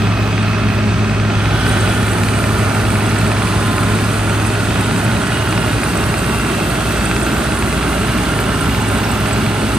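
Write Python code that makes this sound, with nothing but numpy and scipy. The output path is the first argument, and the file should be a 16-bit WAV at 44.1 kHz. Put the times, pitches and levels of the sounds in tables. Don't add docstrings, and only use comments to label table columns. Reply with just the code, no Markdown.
import sys
import numpy as np
from scipy import signal
from scipy.fft import rfft, irfft, next_fast_len
from scipy.io import wavfile
from scipy.ndimage import uniform_filter1d

SR = 44100
rng = np.random.default_rng(int(sys.argv[2]) if len(sys.argv) > 2 else 0)


def gain_from_decibels(decibels):
    exponent = np.asarray(decibels, float) / 20
    return 10 ** exponent


def pcm_store(signal):
    levels = np.round(np.clip(np.atleast_2d(signal), -1, 1) * 32767)
    wavfile.write(sys.argv[1], SR, levels.astype(np.int16).T)


N = 431298
SIZE = next_fast_len(N)
HZ = np.maximum(np.arange(SIZE // 2 + 1) * SR / SIZE, 1)
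TIME = np.arange(N) / SR

# t/s, half the firing rate f/Hz
CRANK = [(0, 58.58), (1.2, 58.5), (1.5, 57.87), (1.68, 56.8), (1.82, 57.27), (1.98, 58.47), (2.3, 58.55),
         (3.0, 57.98), (3.5, 58.1), (4.0, 58.33), (5.0, 58.66), (5.5, 58.48), (6.5, 58.62), (8.0, 58.8),
         (9.78, 58.5)]
# multiple of half the firing rate, level/dB
EXHAUST_ORDERS = [(4, -36), (7, -43), (10.667, -46), (21.58, -43)]
# f/Hz, level/dB per Hz
CLATTER = [(290, -27), (500, -7.5), (1090, -4.5), (1290, 0.5), (1570, -8.5), (2290, -3.5), (2550, 0),
           (2890, -21), (5000, -12), (6500, -61), (11000, -120)]
# t/s, drum line level/dB
FACING = [
    (0, -17.5),
    (1.5, -18),
    (4.5, -19.5),
    (5.7, -25),
    (7.3, -33),
    (8.1, -32.5),
    (8.8, -22.5),
    (9.4, -23),
    (9.78, -25.5),
]
# f/Hz, level/dB
IDLERS = [(216, -35), (478, -46.5), (1050, -47), (1152, -46)]
# line, middle t/s, length t/s, rise level/dB
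SWELLS = [("half", 8.02, 5.53, 4), ("half", 5.094, 1.4, -4), ("firing", 3.2, 1.61, 9),
          ("firing", 5.4, 3.4, 12), ("firing", 7.11, 1.37, 8.9), ("third", 0.53, 2.4, 10),
          ("third", 3.8, 2.3, 11), ("third", 5, 0.91, 12.5), ("third", 8.2, 0.99, 9.3),
          ("blower", .3, 2, 4), ("blower", 8.44, 1.8, 7), ("blower", 9.6, 1.2, 8.9),
          ("second", 0.75, 2.4, 4), ("second", 3.77, 1, 2.58), ("second", 9.67, 2.3, 8.3),
          ("fan", 3.003, 1, 8.7), ("fan", 7, 5.5, 7.5), ("pump", 3.6, 1.29, 15), ("pump", 5.1, 4, 6),
          ("pump", 8.8, 1.9, 11), ("gears", .6, 1.6, 5), ("gears", 4.5, 1.64, 10),
          ("gears", 7.1, 1.1, 10.9), ("gears", 9.1, .8, 6), ("duct", .3, 4.2, 10), ("duct", 5.43, 0.9, 9.3),
          ("duct", 6.51, 2.5, 10.5), ("duct", 8.48, 3.1, 6.03)]
# f/Hz, level/dB
RUMBLE = [(15, -58), (25, -38), (42, -13), (75, -4.5), (110, -6), (170, -4), (250, -8), (330, -10),
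          (410, -9.5), (460, -17), (500, -28.5), (560, -45)]
# f/Hz, level/dB
AIR = [(420, -18), (500, -6.5), (560, -1.5), (625, 1), (700, -3), (800, -1.5), (974, -5), (1110, -4),
       (1400, -1.5), (2180, -9.5), (2740, -10.5), (3320, -12.5), (5290, -21), (7000, -27)]
# t/s, centre f/Hz
LOWER_PEAK = [
    (0, 1340),
    (1.1, 1340),
    (1.7, 1460),
    (2.3, 1370),
    (3.6, 1420),
    (6.2, 1480),
    (6.6, 1350),
    (7.3, 1420),
    (9.78, 1345),
]
# t/s, centre f/Hz
UPPER_PEAK = [
    (0, 2545),
    (2.2, 2533),
    (5.3, 2879),
    (6.2, 2739),
    (7.3, 2640),
    (8.4, 2860),
    (9.78, 2751),
]
# delay at the start t/ms, delay at the end t/ms, share
BOUNCES = [(1.9, 1.4, .2), (3.3, 4.1, .27), (5.4, 4.5, .27), (7.1, 8.2, .15)]
# f/Hz, level/dB per Hz
COOLING = [(2650, -23), (4500, 0.5), (4750, -5), (5010, -42), (5400, -17), (5700, -21), (5880, -4),
           (6180, 1), (6900, -22), (7030, -14), (8160, 0), (9290, -19), (11200, -28), (14600, -58),
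           (22000, -120)]
# multiple, level/dB
BELT_MULTIPLES = [(1, -3.5), (2, -1)]
# centre f/Hz, width f/Hz, level/dB
GUARD = [(3070, 75, -5), (3390, 86, -5), (3900, 95, -10)]
# f/Hz, level/dB
STEEL = [(3500, -7), (4500, -5.5), (5300, -23), (6300, -10), (7200, -8.5), (7930, -9.5), (8020, 1),
         (8500, -1.5), (9200, -7.5), (10400, -5), (11300, -10.5), (11800, -34)]
# f/Hz, level/dB
SHEEN = [(11000, -17), (11700, 9), (12400, 6.5), (13000, 0), (14400, 0), (15200, -11)]
# t/s, peak level/dB, ring f/Hz
TICKS = [(1.678, -26, 8150), (1.6926, -22, 8710), (2.3038, -26, 10030), (2.3875, -26, 8720),
         (2.7447, -27, 8300), (2.9024, -22, 8460), (3.0644, -22, 8060), (3.0926, -28, 6030),
         (3.1857, -22, 8310), (3.4261, -28, 8630), (3.4783, -27, 9960), (4.468, -21.5, 8400),
         (4.81, -22, 8650), (5.0478, -26, 10030), (5.8381, -21, 8640), (6.188, -24, 8330),
         (6.263, -25, 10100), (6.355, -27, 10190), (6.3852, -23, 10500), (7.0547, -21.5, 8550),
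         (7.23, -22, 8660), (7.2477, -28, 6110), (7.5885, -23, 9840), (8.315, -27, 8680),
         (8.6094, -21, 8610), (8.816, -27, 10170), (8.8824, -27, 8410), (8.973, -28, 8150),
         (9.116, -26, 10400), (9.7507, -25, 8130)]
FAINT_LINKS_HZ = (5430, 6350, 8100, 8250, 8350, 8500, 8600, 10200)
# f/Hz, likeness 0-1, left minus right level/dB, left lag/rad
PAIR = [(60, 0.98, -1, 0.23), (434, 1, 0.5, 0.47), (620, 1, -4.5, 1.1), (800, 0.95, -12.5, 0.7),
        (950, 1, -5, 0.7), (1150, 0.87, -4.5, 0.47), (1510, 0.9, -2, 0.7), (2800, 0.45, -2.5, 0.27),
        (4320, 0.66, -1.5, 0.73), (5600, 0.3, -5, 1.5), (8050, 0.4, 0, 1), (8300, 0.4, -8, 3.),
        (9550, .2, -0.5, 2.), (10500, 0.1, 0, -0.3)]
# 0 sum or 1 difference, low f/Hz, high f/Hz, edge scatter f/Hz, share of frames
GAPS = [(0, 11330, 12370, 230, .96), (0, 11680, 12150, 0, .995), (0, 14350, 22000, 200, .995),
        (1, 9750, 10650, 250, .93), (1, 13150, 14050, 150, .985), (1, 14000, 15200, 250, .5)]

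RESTING_DB = dict(half=-31, firing=-38, third=-40, blower=-36.5, second=0, fan=-41, pump=-48, gears=-48, duct=-44)
BITE_RISE_DB = dict(half=7, firing=16, clatter=-2, rumble=2, air=1.5)
SLIP_S, BITE_S, LOCK_S = 1.25, 1.7, 2.2
CLATTER_DB, CLATTER_FADE_S, CLATTER_FADE_DB = -32, 7.2, -3
DRUM_RATIO, DRUM_SLIP_DB, SECOND_DB = 1.804, -4, -12
RUMBLE_DB, AIR_DB, HEAD_RISE_DB = -21, -22.5, 2
LOWER_PEAK_DB, LOWER_PEAK_FAR_DB = -32, -6.5
COOLING_DB = -43.5
SQUEAL_HZ, SQUEAL_RISE_HZ, SQUEAL_DB, SQUEAL_RANGE_DB = 706, 69.95, -30.5, 14.5
CHAINS_IDLE_DB, CHAINS_DB, CHAINS_START_S, CHAINS_RUN_UP_S = -41.5, -33.5, 1.3, 0.5
JOLT_S, JOLT_LENGTH_S, JOLT_DB = 1.69, .1, 5
FAINT_TICKS, FAINT_DB, FAINT_SPREAD_DB = 36, -30, 1.5
SNAP_S, SNAP_DB = 8.4015, -23


def unit(x):
    return x / np.sqrt(np.mean(x ** 2))


def curves(table):
    s, *columns = np.transpose(table)
    return [np.interp(TIME, s, c) for c in columns]


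def shape(points):
    hz, db = np.transpose(points)
    return gain_from_decibels(np.interp(np.log(HZ), np.log(hz), db, -150, -150))


def walk(rate):
    k = int(SR / rate)
    steps = np.repeat(rng.standard_normal(N // k + 1), k)
    return 1.134 * uniform_filter1d(uniform_filter1d(steps, k), k)[:N]


def hump(middle_s, length_s):
    return np.cos(np.pi * np.clip((TIME - middle_s) / length_s, -.5, .5)) ** 2


def bite():
    return np.interp(TIME, (SLIP_S, BITE_S, LOCK_S), (0, 1, 0))


def head_on():
    return np.interp(TIME, (SLIP_S, BITE_S), (0, 1))


def heard_db(line):
    swells = sum(db * hump(s, length_s) for name, s, length_s, db in SWELLS if name == line)
    return RESTING_DB[line] + swells + BITE_RISE_DB.get(line, 0) * bite()


def tone(hz, db, wobble_db=2.0):
    phase = 2 * np.pi * (np.cumsum(hz) / SR + rng.random())
    return np.sqrt(2) * gain_from_decibels(db + wobble_db * walk(6)) * np.sin(phase)


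def hiss(points, flicker_db, rate, drift_db):
    spectrum = rfft(rng.standard_normal((2, SIZE))) * shape(points)
    out = 0
    for octave in np.arange(np.log2(points[0][0]), np.log2(points[-1][0]) + .5, .5):
        share = np.cos(np.pi * np.clip(np.log2(HZ) - octave, -.5, .5)) ** 2
        level = gain_from_decibels(flicker_db * walk(rate) + drift_db * walk(1.157))
        out = out + level * irfft(spectrum * share, SIZE)[:, :N]
    return unit(out)


def ring(hz, width_hz):
    spectrum = rfft(rng.standard_normal((2, 2, SIZE)))
    slow = irfft(spectrum / (1 + (2 * HZ / width_hz) ** 2), SIZE)[..., :N]
    turn = 2 * np.pi * np.cumsum(hz) / SR
    return unit(slow[0] * np.cos(turn) + slow[1] * np.sin(turn))


def diesel():
    hz, = curves(CRANK)
    orders = ((1, "half"), (2, "firing"), (3, "third"), (4.687, "blower"))
    lines = sum(tone(k * hz, heard_db(line), wobble_db=1.5) for k, line in orders)
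    lines = lines + sum(tone(k * hz, db, wobble_db=2.5) for k, db in EXHAUST_ORDERS)
    knocks = rng.standard_normal(2048) * gain_from_decibels(5.25 * rng.exponential(size=2048))
    cycle = np.cumsum(hz / 3) / SR % 1
    place = (cycle * len(knocks)).astype(int)
    clatter = irfft(rfft(knocks[place], SIZE) * shape(CLATTER), SIZE)[:N]
    fade_db = np.interp(TIME, (CLATTER_FADE_S, N / SR), (0, CLATTER_FADE_DB))
    clatter_db = CLATTER_DB + BITE_RISE_DB["clatter"] * bite() + fade_db
    return lines + gain_from_decibels(clatter_db) * unit(clatter)


def shafts():
    crank, = curves(CRANK)
    drum_db = curves(FACING)[0] + DRUM_SLIP_DB * bite() ** 2
    out = tone(DRUM_RATIO * crank, drum_db, wobble_db=.5)
    out = out + tone(2 * DRUM_RATIO * crank, drum_db + SECOND_DB + heard_db("second"))
    geared = ((5.45, "fan"), (17.7, "pump"), (45.333, "gears"))
    out = out + sum(tone(k * crank, heard_db(line)) for k, line in geared)
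    return out + sum(tone(np.full(N, hz), db, wobble_db=4.0) for hz, db in IDLERS)


def bounce(x):
    treble = signal.sosfilt(signal.butter(2, 1900, "high", fs=SR, output="sos"), x)
    out = x
    for start_ms, end_ms, share in BOUNCES:
        delay_ms = np.linspace(start_ms, end_ms, N) + .05 * walk(1.5)
        then = TIME - delay_ms / 1000
        out = out + share * np.array([np.interp(then, TIME, row) for row in treble])
    return unit(out)


def roar():
    quiet_db = HEAD_RISE_DB * (head_on() - 1)
    rumble_db = RUMBLE_DB + quiet_db + BITE_RISE_DB["rumble"] * bite()
    air_db = AIR_DB + quiet_db + BITE_RISE_DB["air"] * bite()
    turn = 2 * np.pi * np.cumsum(curves(CRANK)[0]) / SR
    shake_db = .5 * np.sin(turn) + 0.28 * np.sin(2 * turn)
    rumble = hiss(RUMBLE, flicker_db=0.66, rate=12, drift_db=-0.05)
    air = bounce(hiss(AIR, flicker_db=0.97, rate=12, drift_db=0.2))
    out = gain_from_decibels(rumble_db + 1.48) * rumble + gain_from_decibels(air_db - 0.59 + shake_db) * air
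    lower_peak_db = LOWER_PEAK_DB + LOWER_PEAK_FAR_DB * (1 - head_on()) + 1.1 * walk(3)
    out = out + gain_from_decibels(lower_peak_db) * ring(curves(LOWER_PEAK)[0], 230)
    return out + gain_from_decibels(heard_db("duct")) * ring(curves(UPPER_PEAK)[0], 130)


def radiator_fan():
    fan = hiss(COOLING, flicker_db=1.7, rate=7.7, drift_db=-0.5)
    sheen = hiss(SHEEN, flicker_db=7.0, rate=15, drift_db=-3.0)
    return gain_from_decibels(COOLING_DB) * (fan + gain_from_decibels(-13) * sheen)


def belt():
    hz = SQUEAL_HZ + SQUEAL_RISE_HZ * bite() ** 2
    db = SQUEAL_DB + SQUEAL_RANGE_DB * (bite() ** .5 - 1)
    squeal = sum(gain_from_decibels(level_db) * ring(k * hz, 30 * k ** .5) for k, level_db in BELT_MULTIPLES)
    squeal = squeal + tone(2 * hz * (1 + 0.01212 * walk(25)), 2.3, wobble_db=0.5)
    guard = sum(gain_from_decibels(mode_db) * ring(np.full(N, f), width_hz) for f, width_hz, mode_db in GUARD)
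    return gain_from_decibels(db) * (squeal + guard)


def add_tick(out, s, peak_db, hz, length_s, side):
    t = np.arange(int(8 * length_s * SR)) / SR
    i = int(s * SR)
    swell = np.e * t / length_s * np.exp(-t / length_s)
    tick = gain_from_decibels(peak_db) * swell * np.sin(2 * np.pi * hz * t)
    out[:, i:i + len(t)] += np.outer([1, side], tick[:N - i])


def link_pings():
    pings = np.zeros((2, N))
    steel_hz, steel_db = np.transpose(STEEL)
    for when, pitch, size, side in rng.random((2000, 4)):
        hz = 5000 * 2.2 ** pitch
        colour_db = np.interp(np.log(hz), np.log(steel_hz), steel_db)
        size_db = min(-3.0 * np.log(1 - size), 16)
        add_tick(pings, when * N / SR, colour_db + size_db, hz, .003, 2 * side - 1)
    return unit(pings)


def chains():
    run_up_s = (CHAINS_START_S, CHAINS_START_S + CHAINS_RUN_UP_S)
    db = np.interp(TIME, run_up_s, (CHAINS_IDLE_DB, CHAINS_DB)) + JOLT_DB * hump(JOLT_S, JOLT_LENGTH_S)
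    gain = np.sqrt(np.maximum(gain_from_decibels(db) ** 2 - gain_from_decibels(COOLING_DB) ** 2, 1e-12))
    sprockets = ((5.85, .65), (17.5, .65), (35, .45))  # Hz, dB
    pulse = gain_from_decibels(sum(depth_db * np.sin(2 * np.pi * hz * TIME) for hz, depth_db in sprockets))
    rattle = hiss(STEEL, flicker_db=0.7, rate=14, drift_db=1.1)
    rattle = rattle + gain_from_decibels(-6.5) * hiss(SHEEN, flicker_db=1.8, rate=14, drift_db=-1.5)
    out = gain * pulse * (gain_from_decibels(-1.0) * rattle + gain_from_decibels(-10.0) * link_pings())
    for s, peak_db, hz in TICKS:
        add_tick(out, s - .001, peak_db - 4, hz, .0024, -1.2)
    for when, size, link in rng.random((FAINT_TICKS, 3)):
        s = BITE_S + when * (N / SR - BITE_S)
        peak_db = FAINT_DB + FAINT_SPREAD_DB * (2 * size - 1)
        hz = FAINT_LINKS_HZ[int(link * len(FAINT_LINKS_HZ))]
        add_tick(out, s, peak_db - 4, hz, .0024, -1.2)
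    return out


def stalk_snap():
    out = np.zeros((2, N))
    add_tick(out, SNAP_S, SNAP_DB, 13500, .0003, .7)
    return out


def microphone_pair(alike, scattered):
    hz, *columns = np.transpose(PAIR)
    likeness, balance_db, lag = (np.interp(np.log(HZ), np.log(hz), c) for c in columns)
    likeness = np.clip(likeness, 0, 1)
    common_share, own_share = (1 + likeness) / 2, (1 - likeness) / 2
    common = np.sqrt(common_share) * rfft(alike, SIZE)
    own = np.sqrt(own_share) * rfft(scattered, SIZE)
    lean = gain_from_decibels(balance_db / 2) * np.exp(-.5j * lag)
    left, right = (common + own) * lean, (common - own) / lean
    summed = np.sqrt(common_share * abs(lean + 1 / lean) ** 2 + own_share * abs(lean - 1 / lean) ** 2) / 2
    return irfft(np.array([left, right]) / summed, SIZE)[:, :N]


def empty_bands(x):
    hz, s, cells = signal.stft([x[0] + x[1], x[0] - x[1]], SR, "cosine", nperseg=2048)
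    keep = np.ones(cells.shape)
    spared = abs(s - SNAP_S) < .012
    for row, low_hz, high_hz, scatter_hz, share in GAPS:
        edge, chance = 2 * rng.random((2, len(s))) - 1, rng.random(len(s))
        above = hz[:, None] > low_hz + scatter_hz * edge[0]
        below = hz[:, None] < high_hz + .4 * scatter_hz * edge[1]
        keep[row][above & below & (chance < share) & ~spared] = 0
    total, difference = signal.istft(cells * keep, SR, "cosine", nperseg=2048)[1][:, :N]
    return np.array([total + difference, total - difference]) / 2


def scene():
    engine = (diesel() + shafts()) * np.array([[1], [.6]])
    alike, scattered = engine + roar() + radiator_fan() + belt() + chains() + stalk_snap()
    return microphone_pair(alike, scattered)


def roll_off(x):
    return signal.sosfilt(signal.butter(12, 15030, fs=SR, output="sos"), x)


def record(dry):
    rounded = np.tanh(0.61 * dry) / 0.59
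    mix = empty_bands(rounded)
    return roll_off(mix)


dry = scene()
out = record(dry)
pcm_store(out)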